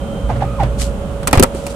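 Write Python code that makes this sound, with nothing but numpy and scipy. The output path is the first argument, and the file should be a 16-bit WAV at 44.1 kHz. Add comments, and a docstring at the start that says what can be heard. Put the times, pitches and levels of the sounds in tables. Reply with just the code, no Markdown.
"""Plastic parts click and clunk inside a copier, shaking its housing and overloading the close microphone.
Before that, the scanner's stepper motor whines, brakes, makes one short slow move and stops, and
something slides with a short hiss. A light rustle follows the clunks.
A low hum and fans run throughout."""
import sys
import numpy as np
from scipy.fft import rfft, irfft, next_fast_len
from scipy.io import wavfile
from scipy.ndimage import uniform_filter1d, map_coordinates

SR = 44100
rng = np.random.default_rng(int(sys.argv[2]) if len(sys.argv) > 2 else 0)


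def generate_wav(sig):
    """Save sig (samples, or channels by samples) to the path in sys.argv[1] as 16-bit PCM at SR."""
    pcm = np.round(np.clip(np.atleast_2d(sig).T, -1, 1) * 32767).astype(np.int16)
    wavfile.write(sys.argv[1], SR, pcm)


N = 77175
TIME = np.arange(N) / SR
LEFT_RIGHT = np.array([[1], [-1]])


def amp(db):
    """Turn decibels into a gain."""
    return 10 ** (np.asarray(db) / 20)


def along(points, hz):
    """Read a value between (frequency, value) points, on a log frequency axis."""
    freqs, values = np.transpose(points)
    return np.interp(np.log(hz + 1), np.log(freqs + 1), values)


def curves(rows):
    """Join a table's rows with straight lines: one curve for each column after the time."""
    times, *columns = np.transpose(rows)
    return [np.interp(TIME, times, column) for column in columns]


def wobble(rate):
    """A smooth random curve through `rate` new values a second."""
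    return map_coordinates(rng.standard_normal(2048), [TIME * rate + 4], mode="mirror")


def filtered(x, response):
    """Scale each frequency in x by the gain response(hz)."""
    size = next_fast_len(N + SR // 2)
    return irfft(rfft(x, size) * response(np.fft.rfftfreq(size, 1 / SR)), size)[..., :N]


def lowpass(x, edge_hz, steepness=10):
    """Keep what lies below edge_hz."""
    return filtered(x, lambda hz: 1 / (1 + (hz / edge_hz) ** steepness))


def noise(spectrum, likeness, peaks=()):
    """Stereo noise of average (rms) strength 1; likeness 1 makes left and right the same."""
    def response(hz):
        lift_db = sum(db / (1 + (2 * (hz - centre) / width) ** 2) for centre, width, db in peaks)
        spread = np.arccos(np.clip(along(likeness, hz), -1, 1)) / 2
        return amp(along(spectrum, hz) + lift_db) * [np.cos(spread), np.sin(spread)]
    mid, side = filtered(rng.standard_normal((2, N)), response)
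    stereo = mid + LEFT_RIGHT * side
    return stereo / np.sqrt(np.mean(stereo ** 2) + 1e-20)


def tone(hz, unsteady, rate):
    """A pure tone whose strength and phase wander."""
    wander = 1 + unsteady * (wobble(rate) + 1j * wobble(rate))
    return np.sqrt(2) * np.real(wander * np.exp(2j * np.pi * (hz * TIME + rng.random())))


def struck(start, t60, attack):
    """Rise quickly at `start`, then fade by 60 dB every t60 seconds."""
    age = np.maximum(TIME - start, 0)
    return (1 - np.exp(-age / attack)) * np.exp(-np.log(1000) * age / t60)


def swell(peak, rise, fall):
    """Grow and fade: 20 dB down `rise` seconds before the peak and `fall` seconds after."""
    age = TIME - peak
    return amp(-20 * np.where(age < 0, (age / rise) ** 2, age / fall))


# tone colour of the fans and of the air in the vents: f/Hz, relative level/dB
FAN_COLOUR = [(13, -43), (22, -8), (48, -4.5), (68, 1.5), (87, -10.5), (212, -7), (373, -21.5), (564, -12),
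              (643, -19.5), (782, -23), (1830, -38), (3220, -35.5), (4000, -45), (5200, -83), (8800, -120)]
VENT_COLOUR = [(1000, -81), (3000, 12.5), (5000, 1.5), (8500, 6), (11000, 0.5), (13000, -8.5), (15000, -5)]
# pitches the air ducts boost: f/Hz, width/Hz, lift/dB
DUCT_PEAKS = [(407.4, 12, 6), (1344, 430, 7.5)]
# steady tones of the fans: f/Hz, level/dB, unsteadiness (0-1)
FAN_TONES = [(460.4, -42.5, 0.49), (560.1, -32, 0.08)]
# how alike left and right are, for the gears too: f/Hz, likeness (0-1)
LIKENESS = [(40, 0.76), (300, 1), (700, 0.74), (1500, 0.1), (6000, 0.033)]
# the rumble sinks during the clunks: t/s, gain/dB
BASS_FALL = [(1.36, 1), (1.48, -5)]


def fans():
    """Fans rumble and hum while air hisses through the vents."""
    rush = lowpass(noise(FAN_COLOUR, LIKENESS, DUCT_PEAKS), edge_hz=3400)
    tones = sum(amp(db) * tone(hz, unsteady, rate=11.37) for hz, db, unsteady in FAN_TONES)
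    air = amp(-23.5) * rush + amp(-46) * noise(VENT_COLOUR, LIKENESS) + tones
    bass = lowpass(air, edge_hz=196)
    bass_db, = curves(BASS_FALL)
    return air - bass + amp(bass_db) * bass


# strength of the frame's hum: t/s, level/dB
FRAME_SHAKE = [(0, -28.5), (.21, -39), (.25, -14.5), (.31, -25), (.6, -23.5), (.68, -19), (.86, -20),
               (1.05, -28), (1.33, -31.5), (1.5, -38)]


def frame_hum():
    """The frame hums low, more strongly while the scanner's carriage shakes it."""
    db, = curves(FRAME_SHAKE)
    return amp(db) * tone(hz=56.5, unsteady=0.039, rate=31)


# sliding hisses: t/s, level/dB, rise/s, fall/s
SLIDES = [(0.818, -22, 0.036, 0.062), (1.586, -40, 0.07, 0.08), (1.714, -37.5, 0.1, 0.07)]
# their tone colour: f/Hz, relative level/dB
SLIDE_COLOUR = [(600, -22), (1400, -14.5), (2600, -11.5), (3500, -10.5), (4300, -11), (6000, -9.5),
                (8300, -6.5), (11000, -16), (15500, -31)]
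# pitches the small plastic parts boost, in the snaps too: f/Hz, width/Hz, lift/dB
PLASTIC_PEAKS = [(2750, 140, 11.5), (4400, 870, 3.5), (7030, 92, -2), (7960, 400, 8), (9360, 230, 8),
                 (10600, 460, 2.5)]


def slides():
    """Something slides lightly with a soft, grainy hiss."""
    loudness = sum(amp(db) * swell(peak, rise, fall) for peak, db, rise, fall in SLIDES)
    grain = 1 + 0.43 * np.tanh(wobble(460))
    return loudness * grain * noise(SLIDE_COLOUR, likeness=[(1000, 0.13)], peaks=PLASTIC_PEAKS[1:3])


# jolts as the carriage starts or stops: t/s, level/dB, fall/s
JOLTS = [(.304, -23, .08), (.366, -29, .04), (.414, -27, .05), (.426, -28, .07), (.606, -20.5, .085),
         (.637, -25, .04)]
# tone colour of the rattle: f/Hz, relative level/dB
GEAR_COLOUR = [(200, 7), (450, 0), (780, 7), (1300, -3.5), (2200, -9.5), (9000, -32.5), (15000, -52)]


def gears(step_phase):
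    """Each jolt rattles the gears in time with the motor's steps and leaves a low drone."""
    bursts = sum(amp(db) * swell(start, rise=.014, fall=fall) for start, db, fall in JOLTS)
    rattle = bursts * noise(GEAR_COLOUR, LIKENESS) * (1 + .5 * np.sin(step_phase))
    fades = sum(amp(db + 2) * struck(start, t60=.5, attack=0.006) for start, db, _ in JOLTS)
    return rattle + fades * tone(hz=121.7, unsteady=0.52, rate=89)


# the motor's step rate and loudness: t/s, f/Hz, level/dB
MOTOR_STEPS = [(0, 3133, -48), (.287, 3133, -50), (.293, 1001, -27), (.302, 790, -16.5), (.316, 660, -25),
               (.4, 560, -55), (.418, 740, -32), (.424, 770, -13), (.433, 770, -28), (.44, 790, -17.5),
               (.447, 803, -34), (.451, 1246, -36.5), (.578, 1247, -38.5), (.596, 930, -27),
               (.601, 800, -15.5), (.612, 735, -15), (.622, 770, -17.5), (.64, 550, -20), (.665, 507, -68)]
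SLOW_ABOVE_HZ, FAST_ABOVE_HZ = 1150, 2300
GEAR_TURN_HZ, PULSE_DB = 34.7, 3.5


def stepper_motor():
    """The motor sings at its step rate and drives the gears; the slow move pulses with each gear turn."""
    hz, db = curves(MOTOR_STEPS)
    jitter = .05 * wobble(150) * np.minimum(1, (1000 / hz) ** 2)  # slow steps are less even
    phase = 2 * np.pi * np.cumsum(hz * (1 + jitter)) / SR
    slow_move = uniform_filter1d(1. * ((hz > SLOW_ABOVE_HZ) & (hz < FAST_ABOVE_HZ)), size=300)
    flutter_db = 2 * wobble(86.3)
    pulse_db = slow_move * PULSE_DB * np.sin(-2 * np.pi * GEAR_TURN_HZ * TIME)
    whine = np.sqrt(2) * (np.sin(phase) + slow_move * amp(-15) * np.sin(2 * phase))
    coil_hum = 2 * (hz > FAST_ABOVE_HZ) * np.sin(phase / 4)  # one coil cycle is four steps
    return amp(db + flutter_db + pulse_db) * (whine + coil_hum) + gears(phase)


def ring(start, hz, phase):
    """One struck pitch dies away; low pitches ring longer."""
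    t60 = .06 * (400 / hz) ** .35
    return struck(start, t60, attack=0.089 / hz) * np.sin(2 * np.pi * hz * (TIME - start) + phase)


# pitches at which the housing rings: f/Hz, relative level/dB
HOUSING_PITCHES = [(27, 16.5), (110, -3.5), (180, -2), (272, -1.5), (394, -6.5), (545, -3.5), (915, -5.5),
                   (1190, -1), (1325, 1), (1950, -3), (2435, 3.5)]


def knock(start, knock_hz):
    """A pitched knock rings the housing, mostly within an octave of its own pitch."""
    sound = ring(start, knock_hz, phase=0)
    for hz, db in HOUSING_PITCHES:
        stray_db, phase, skew = rng.standard_normal(3)
        nearness = 1 / (1 + np.log2(hz / knock_hz) ** 4)
        ear_shift = LEFT_RIGHT * np.tanh(skew) * min((hz / 1000) ** 0.43, 1.3)
        ringing = ring(start, hz, phase * min(hz / 300, 3) + ear_shift)
        sound = sound + nearness * amp(db + np.tanh(stray_db)) * ringing
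    return sound


# plastic hits: t/s, snap level/dB, snap fade (t60)/s, clack level/dB, knock level/dB, knock f/Hz
HITS = [(.6335, -28, 0.016, -26, -23, 556), (1.2302, -32.5, 0.03, -25, -33.5, 830),
        (1.2725, -10, 0.042, -31, -19, 1280), (1.278, -8, 0.013, -12.5, -18.5, 1430),
        (1.3108, -24.5, 0.021, -24, -65, 910), (1.3294, -5, 0.021, -6, -15, 866),
        (1.3316, -30, 0.0061, -10, -13.5, 1964), (1.333, -22, 0.0085, -8, -11, 293),
        (1.341, -28, 0.093, -21, -20.5, 520), (1.3527, -22, 0.046, -12.5, -23, 417),
        (1.3741, -13, 0.021, -6.5, 0, 84.4), (1.3967, 2, 0.014, -13, 0, 375),
        (1.407, -50, 0.012, -27, -2.5, 231), (1.421, -55, 0.012, -50, -6.5, 96),
        (1.426, 1.5, 0.017, -4.5, -3.5, 553), (1.4337, 7, 0.016, -25, -2.5, 544),
        (1.4421, -19, 0.0065, -40, -12, 924), (1.548, -33, 0.031, -29, -19.5, 340),
        (1.6662, -20, 0.031, -26, -29.5, 2810)]
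# tone colour of the snap and of the clack: f/Hz, relative level/dB
SNAP_COLOUR = [(1200, -8), (3000, -17.5), (6300, -9), (8100, -8), (11200, -12), (15000, -18.5)]
CLACK_COLOUR = [(200, 6.5), (600, 8), (900, 6), (1500, -1.5), (2400, -4), (3500, -9), (6000, -17),
                (14000, -53)]


def clunks():
    """Each time plastic parts meet there is a bright snap, a panel clack and a knock."""
    sound = np.zeros((2, N))
    for start, snap_db, snap_t60, clack_db, knock_db, knock_hz in HITS:
        snap = noise(SNAP_COLOUR, likeness=[(8000, 0.23)], peaks=PLASTIC_PEAKS)
        faint_tail = amp(-42) * struck(start, t60=.2, attack=0.0026)
        snap *= struck(start, snap_t60, attack=.0003) + faint_tail
        clack = noise(CLACK_COLOUR, likeness=[(400, 0.87), (1500, 0.029)])
        clack *= struck(start, t60=0.083, attack=0.00043)
        sound += amp(snap_db) * snap + amp(clack_db) * clack + amp(knock_db) * knock(start, knock_hz)
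    return sound


def scene():
    """The whole copier, a little to the right."""
    running = fans() + stepper_motor() + frame_hum()
    contacts = slides() + clunks()
    return running * amp(-1.7 * LEFT_RIGHT) + contacts * amp(-.5 * LEFT_RIGHT)


def record(dry):
    """The microphone overloads, flattening the loudest peaks, and the highest treble is cut."""
    clipped = dry / (1 + dry ** 8) ** (1 / 8)
    return lowpass(clipped, edge_hz=15500, steepness=80)


dry = scene()
out = record(dry)
generate_wav(out)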